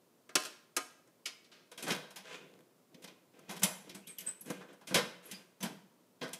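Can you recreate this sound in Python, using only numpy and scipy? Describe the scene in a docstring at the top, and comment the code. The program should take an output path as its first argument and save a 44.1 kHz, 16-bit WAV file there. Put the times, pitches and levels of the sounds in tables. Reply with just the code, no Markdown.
"""A garage with bare walls, up close to a sheet-steel wall cabinet. A key on a cord knocks about in the
open box and the door swings shut. The key slides in and turns with small squeaks, the door is pulled
ajar and banged home, then the key is drawn out and dropped against the door. Hits are bands of dying
noise plus ringing steel modes, squeaks are stick-slip glides, rubs are grainy noise. The walls answer
every contact, over a quiet bed of room tone."""
import sys
import numpy as np
from scipy import signal
from scipy.fft import rfft, irfft, next_fast_len
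from scipy.io import wavfile
from scipy.ndimage import uniform_filter1d

SR = 44100
rng = np.random.default_rng(int(sys.argv[2]) if len(sys.argv) > 2 else 0)


def to_wav(sig):
    """Store sig (one row per channel, or 1-D mono) as 16-bit WAV at the path in sys.argv[1].

    Samples outside -1..1 are clipped; the rate is SR.
    """
    pcm = np.clip(np.atleast_2d(sig), -1, 1) * 32767
    pcm = np.round(pcm).astype(np.int16)
    wavfile.write(sys.argv[1], SR, pcm.T)  # frames by channels


N = 281799

# room tone of the still garage: (frequency [Hz], level [dB])
ROOM_TONE = [(15, -65.5), (25, -46.5), (91, -28), (107, -13.5), (193, -6.5), (209, -11.5), (240, -2),
             (281, -9), (359, -6), (389, -8), (598, -10.5), (804, -18), (970, -15.5), (1800, -25),
             (15500, -29)]
# reverb of the bare walls: (frequency [Hz], t60 [s])
WALL_DECAY = [(120, 0.6), (300, 0.51), (800, 0.56), (2000, 0.59), (5000, 0.49), (9000, 0.41), (14000, .4)]
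# the four registers of struck steel, in the order boom, body, clank, edge:
# (low [Hz], high [Hz], trim [dB], decay stretch [x], attack lag [s])
REGISTERS = [(128.8, 350, 0, 1.5, 0.0078), (352, 2000, -5.5, 1.99, 0.0036),
             (2070, 6000, -9.5, 1.67, 0.00021), (5700, 15500, -5, 1.02, 0.000038)]

# Hit cues, ahead of each register's trim and stretch; boom, body and edge are relative to the clank:
# (time [s], clank [dB], boom [dB], body [dB], edge [dB], base t60 [s])
BOX_KNOCKS = [(0.2905,-47,-12,2.5,-6.5,0.057), (0.3534,-14.5,-15,-5.5,-4,0.039),
              (0.4495,-36.5,-21,-7,-4.5,0.093), (0.7645,-24.5,-22,-1.5,1.5,0.054),
              (0.7754,-32,-2,-0.5,-2.5,0.019), (1.072,-68,7,5.5,4,0.066), (1.2565,-29,-34,-15,-6.5,0.1),
              (1.443,-53.5,-27,-14,-10,0.1), (1.515,-50,-19,-8.5,-15,0.32)]  # the key in the open box
DOOR_BLOWS = [(1.7145,-45,-28.5,-2,-5.5,0.081), (1.7753,-39.5,-16.5,-7,-7,0.21),
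              (1.8245,-36,-7,-5.5,-1.5,0.14), (1.8656,-35.5,-7,2,-15,0.25), (1.8775,-35,-11.5,1,-5,0.19),
              (1.9037,-22,-9.5,-11,-15,0.059), (1.918,-27,-11,-8.5,-10,0.067), (4.457,-57,9,5,5,0.15),
              (4.5003,-39,7,6.5,0,0.048), (4.608,-53,-4,9.5,-15,0.1), (4.691,-59,-8,7,-18,.07),
              (4.8708,-39.5,-15,-9.5,-5.5,0.28), (4.9055,-47,10,10.5,-8.5,0.13),
              (4.9430,-16.5,-17.5,-5.5,-8.5,.12), (4.9552,-25.5,2.5,0.5,-7.5,0.066),
              (4.9743,-31.5,-13.5,2,-3,0.096), (6.2138,-34,-3.5,-1,-23.5,0.13),
              (6.2251,-41,-5,2.5,-9.5,.17)]  # the door meets its frame or is bumped
LOCK_CLICKS = [(2.1045,-48.5,-13,-3,-3.5,0.084), (2.1587,-38.5,-18,-7.5,-5,0.13),
               (2.9428,-47,0,-13.5,-12,.036), (3.0207,-51,-30,-11,-4,.14), (3.0400,-39.5,-11,-8,-7.5,0.051),
               (3.0746,-44,-14,-6,-11,0.064), (3.3900,-55.5,-3.5,4,0,0.028),
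               (3.4920,-36.5,-5,-3.5,-9.5,0.12), (3.5080,-45,-10.5,0.5,2,0.13),
               (3.5632,-40,-5.5,-6,-6,0.07), (3.5935,-48.5,1.5,-8.5,2.5,.06),
               (3.6185,-34.5,-7.5,-0.5,-7,0.21), (3.6320,-20,-8.5,-12,2.5,0.073),
               (3.8930,-39.5,-13,-16,-10,0.077), (3.9463,-42.5,-1.5,-5.5,-2.5,0.075),
               (4.0715,-46.5,-8,-26,-1,0.09), (4.1840,-41.5,-21,-36,1.5,0.089),
               (4.2050,-46.5,-9,-26,5.5,0.072), (4.2705,-45.5,-2.5,-6,-2,0.077), (4.4092,-57,2,-5.5,6,.092),
               (4.7285,-62,-6.5,8.5,2,0.078), (4.8105,-55.5,-6.5,4.5,-8.5,.097),
               (5.3115,-36,-9,-19,-3,0.084), (5.6035,-45,0,-2,-7,0.24), (5.6268,-31,-3,-5,-3.5,0.13),
               (5.6445,-38.5,5,-2,-7.5,0.08), (6.3305,-35.5,-12,-12.5,0,0.074)]  # key and lock
# strong modes of the steel panels: (frequency [Hz], level [dB], t60 [s])
BOX_MODES = [(280, 2, .15), (365, 1, .15), (452, -9, .35), (628, 0, .2), (732, -4, .35), (1044, -2, .3),
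             (1241, 5, .22), (1394, 3, .16), (1615, 2, .22), (2230, -4, .2), (2560, -2, .18),
             (3020, -5, .3), (4100, -4, .22), (4382, -8, .3), (4705, -8, .3), (5520, -8, .3),
             (6352, -3, .14), (8371, -11, .35)]
DOOR_MODES = [(142, -5, .2), (172, -3, .2), (188, 3, .27), (212, -7, .2), (275, -6, .2), (322, -2, .22),
              (487, 6, .36), (555, -4, .25), (644, 0, .25), (1009, -3, .28), (1500, -3, .18),
              (1590, -1, .35), (1820, -9, .35), (2080, -5, .22), (2480, -2, .33), (3060, -2, .3),
              (3206, 0, .29), (3296, -2, .28), (3465, -2, .35), (3855, -2, .4), (5131, -2, .3),
              (6080, -7, .25), (8125, -7, .3), (9984, -7, .3), (10670, -8, .3)]
# EQ of the crowd of short modes that a hit stirs in each part: (frequency [Hz], level [dB])
BOX_EQ = [(100, -16), (240, -9.5), (290, 1), (800, -5), (1300, -3), (1900, 0), (3000, 0.5), (6300, -3),
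          (10000, -8.5), (13000, -15), (15000, -28)]
DOOR_EQ = [(100, -19), (165, 4.5), (255, 1), (400, 1.5), (800, 0), (1500, 0), (3000, -7.5), (6000, -9.5),
           (10000, -11), (12500, -15), (15000, -28.5)]
LOCK_EQ = [(100, -27.5), (150, -6.5), (186, 18), (250, -3.5), (450, 0.5), (800, 10.5), (3000, -3),
           (6000, -4.5), (8500, -6), (11000, -6.5), (13000, -9.5), (15000, -19)]

# flurries from loose parts and lock pins: (start [s], end [s], level [dB], rate [ticks/s])
RATTLE_CUES = [(0.371, 0.471, -36.5, 170), (1.851, 1.965, -36, 90), (2.486, 2.627, -55.5, 35),
               (3.498, 3.61, -47.5, 70), (3.894, 3.989, -57, 50), (6.205, 6.3, -46.5, 60)]
# EQ of their ticks: (frequency [Hz], level [dB])
RATTLE_EQ = [(200, -31.0), (600, -2.5), (1500, 0), (3500, 0.5), (7000, -5.5), (12000, -5.5),
             (15000, -14.5)]
# the key's own ring, and high clicks of the lock's pins from 4.07 s on: (time [s], level [dB], pitch [Hz], t60
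# [s])
PINGS = [(1.2590, -41.5, 2250, 0.0566), (1.255, -46.5, 2920, 0.095), (1.2570, -42, 4900, 0.084),
         (3.6340, -33.5, 10370, 0.13), (4.071, -47, 11740, 0.045), (4.185, -38.5, 11900, 0.052),
         (4.4089, -42, 11460, 0.055)]
# strokes of hand, cord and key on the door; rumble and hiss are relative to the scrape:
# (time [s], length [s], scrape at mid-stroke [dB], swell [dB], rumble [dB], hiss [dB])
RUB_CUES = [(2.236, 0.12, -50, 11, -10, -15.5), (2.386, 0.23, -74.5, -8, 15, -7.5),
            (2.907, 0.16, -75.5, 9, 15, -8), (3.076, .04, -61, -2, 0, -17),
            (3.326, .16, -67.5, -3, 7.5, -20), (3.48, 0.095, -56.5, -4, 5.5, -10.5),
            (3.833, 0.082, -63, 6, 6.5, -8.5), (3.941, 0.049, -59, -6, 3.5, 0),
            (4.064, .05, -59.5, 3.5, -3, 1.5), (4.184, .12, -58.5, 7, -4, -1),
            (4.446, 0.065, -54, 13.5, 5, -2.5), (4.521, .11, -60.5, -2.5, 6, -24.5),
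            (4.681, .06, -62.5, -7, 4.5, -27), (5.224, .12, -57.5, 5.5, -4.5, -0.5),
            (5.358, .06, -61, -5, 1, -5.5), (5.691, 0.051, -68, -7, 17, -10)]
# EQ of the three layers of a rub: (frequency [Hz], level [dB])
RUMBLE_EQ = [(50, -54), (100, -40.5), (140, -8), (168, -7), (186, 4), (205, -9), (250, -9.5), (340, -4.5),
             (410, -10), (490, -5.5), (700, -17), (1500, -46.5)]
SCRAPE_EQ = [(240, -37), (400, -3), (534, -7.5), (660, -8), (999, -4.5), (2230, -2.5), (2720, -1.5),
             (3200, -6.5), (8000, -16), (10400, -46), (17600, -120)]
HISS_EQ = [(3000, -37), (6000, -5), (10000, -1.5), (15000, -13)]
# dry metal squeaks in the lock: (time [s], level [dB], start pitch [Hz], end pitch [Hz], length [s])
LOCK_SQUEAKS = [(3.945, -50, 8200, 7980, 0.014), (4.02, -66.5, 2650, 2800, 0.046),
                (4.065, -55.5, 2950, 4280, 0.017), (4.073, -59, 2460, 2290, 0.045),
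                (4.081, -45.5, 8630, 8030, 0.038), (4.174, -52, 3460, 2810, 0.028),
                (4.262, -57.5, 1720, 1490, .045), (4.263, -34.5, 8490, 7860, .018),
                (4.276, -38.5, 8300, 8000, 0.025), (5.253, -49.5, 11900, 10900, 0.0186),
                (5.338, -48.5, 4400, 5260, 0.022), (5.608, -45.5, 6270, 5820, 0.0092)]

SOFT_RISE_S, HARD_DB = 0.0019, -21  # attack of a light touch, and the hit level that halves it
TOP_HZ = 15600


def amp(db):
    """Decibels to gain."""
    return 10 ** (np.asarray(db) / 20)


def unit(x):
    """Scaled to rms 1."""
    return x / np.sqrt(np.mean(x ** 2) + 1e-20)


def along(points, hz):
    """A curve of (frequency, value) points, read on a log frequency axis."""
    freqs, values = np.transpose(points)
    return np.interp(np.log(hz + 1), np.log(freqs + 1), values)


def filtered(x, response):
    """x through a filter whose gain is response(hz)."""
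    size = next_fast_len(len(x) + 8192)
    return irfft(rfft(x, size) * response(np.fft.rfftfreq(size, 1 / SR)), size)[:len(x)]


def coloured(x, eq):
    """x through an EQ curve, at rms 1."""
    return unit(filtered(x, lambda hz: amp(along(eq, hz))))


def band(hz, lo, hi, order=8):
    """Gain of a band-pass with steep skirts."""
    return ((1 + (lo / (hz + 1)) ** (2 * order)) * (1 + (hz / hi) ** (2 * order))) ** -.5


def wobble(t, step):
    """A random modulator that glides to a new value every step samples."""
    return np.interp(t, t[::step], rng.standard_normal(len(t[::step])))


def add(track, time, x):
    """Mix x into the track at a time in seconds."""
    start = round(time * SR)
    track[start:start + len(x)] += x[:N - start]


def room_tone(level_db=-69):
    """The still air of the garage: a faint, dark bed of noise."""
    return amp(level_db) * coloured(rng.standard_normal(N), ROOM_TONE)


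def wall_reverb(x, wet_db, build_s=0.0027):
    """A sound plus its diffuse answer from the walls, a noise tail that dies soonest in the highs."""
    hz, t, spectra = signal.stft(rng.standard_normal(SR), SR, nperseg=256)
    fade = amp(-60 * t / along(WALL_DECAY, hz)[:, None]) * (1 - np.exp(-t / build_s))
    tail = signal.istft(spectra * fade, SR, nperseg=256)[1]
    return x + amp(wet_db) * signal.fftconvolve(x, tail / np.linalg.norm(tail))[:len(x)]


def resonances(modes, hz, half_width_hz=18):
    """The steel passes more sound around each of its modes above 400 Hz."""
    return 1 + sum(amp(db + 3) / (1 + ((hz - centre) / half_width_hz) ** 2)
                   for centre, db, _ in modes if centre > 400)


def sheet_ring(modes, t, blur=0.0066):
    """Modes of a loose sheet: each wavers in pitch, so none rings pure."""
    out = np.zeros(len(t))
    for hz, db, t60 in modes:
        waver_hz = blur * np.sqrt(hz * 1000) * wobble(t, 256)
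        fade = amp(db + rng.normal(0, 1.8) - 60 * t / t60)
        out += fade * np.sin(2 * np.pi * (np.cumsum(hz + waver_hz) / SR + rng.random()))
    return out


def steel_hits(cues, eq, modes, ring_db, wet_db, hold_s, push_db):
    """Metal on metal: a brief chatter stirs a crowd of short modes, and a few strong ones ring on."""
    out, t = np.zeros(N), np.arange(SR // 2) / SR
    bins_hz = np.fft.rfftfreq(next_fast_len(len(t) + 8192), 1 / SR)  # the bins of filtered()
    steel = amp(along(eq, bins_hz)) * resonances(modes, bins_hz)
    shove = t / 0.0028
    air_push = shove * (2 - shove) * np.exp(-shove)  # the panel shoves a little air
    for time, db, boom_db, body_db, edge_db, t60 in cues:
        hit = np.zeros(len(t))
        rise = SOFT_RISE_S / (1 + amp(db - HARD_DB))
        for (lo, hi, trim_db, stretch, lag), share_db in zip(REGISTERS, (boom_db, body_db, 0, edge_db)):
            fade = amp(-60 * np.maximum(t - hold_s, 0) / (t60 * stretch))
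            crowd = fade * filtered(rng.standard_normal(len(t)), lambda hz: band(hz, lo, hi) * steel)
            crowd *= np.linalg.norm(fade) / np.linalg.norm(crowd)
            ring = sheet_ring([mode for mode in modes if lo <= mode[0] < hi], t)
            # slow bending waves reach their full swing later than the treble
            attack = 1 - np.exp(-t / (rise + lag + 1e-5))
            hit += amp(db + share_db + trim_db) * (crowd + amp(ring_db) * ring) * attack
        hit += amp(db + push_db) * air_push
        add(out, time, wall_reverb(np.pad(hit, (0, len(t))), wet_db))
    return out


def box_knocks():
    """The key swings on its cord and clanks against the open box."""
    return steel_hits(BOX_KNOCKS, BOX_EQ, BOX_MODES,
                      ring_db=-16, wet_db=-12.5, hold_s=0.003, push_db=-42)


def rattles(tick_t60=0.009, scatter_db=4):
    """Loose parts rattle and pins ride over the key: random ticks coloured by the door's modes."""
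    ticks, t = np.zeros(N), np.arange(SR // 20) / SR
    for start, end, db, rate in RATTLE_CUES:
        for place, size in rng.random((int((end - start) * rate) + 1, 2)):
            fade = amp(db + scatter_db * (2 * size - 1) - 60 * t / tick_t60)
            add(ticks, start + place * (end - start), fade * rng.standard_normal(len(t)))
    rattle = filtered(ticks, lambda hz: amp(along(RATTLE_EQ, hz)) * resonances(DOOR_MODES, hz))
    return wall_reverb(rattle, wet_db=-6.5)


def pings(spread=0.019, mode_count=7):
    """Each ping is a tight cluster of modes that beat as they die."""
    out, t = np.zeros(N), np.arange(SR) / SR
    for time, db, hz, t60 in PINGS:
        # the shorter the ring, the wider the cluster
        pitches = hz * (1 + spread * (0.089 / t60) ** 2 * rng.standard_normal((mode_count, 1)))
        cluster = np.sin(2 * np.pi * (pitches * t + rng.random((mode_count, 1)))).sum(0)
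        fade = amp(-60 * t / t60) * (1 - np.exp(-t / 0.0006))
        ping = unit(cluster * fade) * np.sqrt(np.mean(fade ** 2))
        add(out, time, amp(db) * wall_reverb(ping, wet_db=-8))
    return out


def door_blows():
    """The door hits its frame or takes a bump, and the whole sheet booms."""
    return steel_hits(DOOR_BLOWS, DOOR_EQ, DOOR_MODES,
                      ring_db=-18.5, wet_db=-11.5, hold_s=0.0044, push_db=-42)


def lock_clicks():
    """Key and lock click through the door panel, with barely any ring."""
    return steel_hits(LOCK_CLICKS, LOCK_EQ, DOOR_MODES,
                      ring_db=-31.5, wet_db=-11, hold_s=0.0037, push_db=-45)


def stroke(length, swell_db, attack_s=0.008, release_t60=0.1):
    """Envelope of a rub: contact builds quickly, pressure grows or eases, then the hand lets go."""
    t = np.arange(SR) / SR
    pressure_db = swell_db * (np.minimum(t / length, 1) - .5)
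    release_db = -60 * np.maximum(t - length, 0) / release_t60
    return amp(pressure_db + release_db) * (1 - np.exp(-t / attack_s))


def door_rubs(rumble_db=-3, scrape_db=-3, hiss_db=-6):
    """Fingers flex the panel as cord and key slide over it; each stroke drives rumble, scrape, hiss."""
    envelopes = np.zeros((3, N))
    for time, length, db, swell_db, rumble_rel_db, hiss_rel_db in RUB_CUES:
        for envelope, share_db in zip(envelopes, (rumble_rel_db, 0, hiss_rel_db)):
            add(envelope, time, amp(db + share_db) * stroke(length, swell_db))
    grain = amp(1.5 * unit(uniform_filter1d(rng.standard_normal(N), size=150)))  # 1.5 dB rms flicker
    rumble, scrape, hiss = [coloured(grain * rng.standard_normal(N), eq)
                            for eq in (RUMBLE_EQ, SCRAPE_EQ, HISS_EQ)]
    scrape = unit(filtered(scrape, lambda hz: resonances(DOOR_MODES, hz)))
    layers = np.array([amp(rumble_db) * rumble, amp(scrape_db) * scrape, amp(hiss_db) * hiss])
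    return wall_reverb((envelopes * layers).sum(0), wet_db=-5)


def lock_squeaks(ring_t60=0.13, ring_db=-1, jitter_hz=150):
    """The lock sticks and slips in brief, shaky glides that beat against their own ring in the door."""
    out, t = np.zeros(N), np.arange(SR) / SR
    for time, db, start_hz, end_hz, length in LOCK_SQUEAKS:
        progress = np.clip(t / length, 0, 1)
        pitch = start_hz + (end_hz - start_hz) * progress + jitter_hz * wobble(t, 64)
        glide = np.sin(np.pi * progress) * np.sin(2 * np.pi * np.cumsum(pitch) / SR)
        door_tail = rng.standard_normal(SR) * amp(-60 * t / ring_t60)
        ring = signal.fftconvolve(glide, door_tail / np.linalg.norm(door_tail))[:SR]
        add(out, time, amp(db) * wall_reverb(glide + amp(ring_db) * ring, wet_db=-13))
    return out


def scene():
    """The mono mix: steel hits and small details over the room tone."""
    hits = box_knocks() + door_blows() + lock_clicks()
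    bed = room_tone()
    details = pings() + lock_squeaks() + rattles() + door_rubs()
    return (hits + details + bed)[None]


def record(dry):
    """A brick-wall low-pass on the mix at TOP_HZ."""
    return filtered(dry[0], lambda hz: hz < TOP_HZ)[None]


dry = scene()
out = record(dry)
to_wav(out)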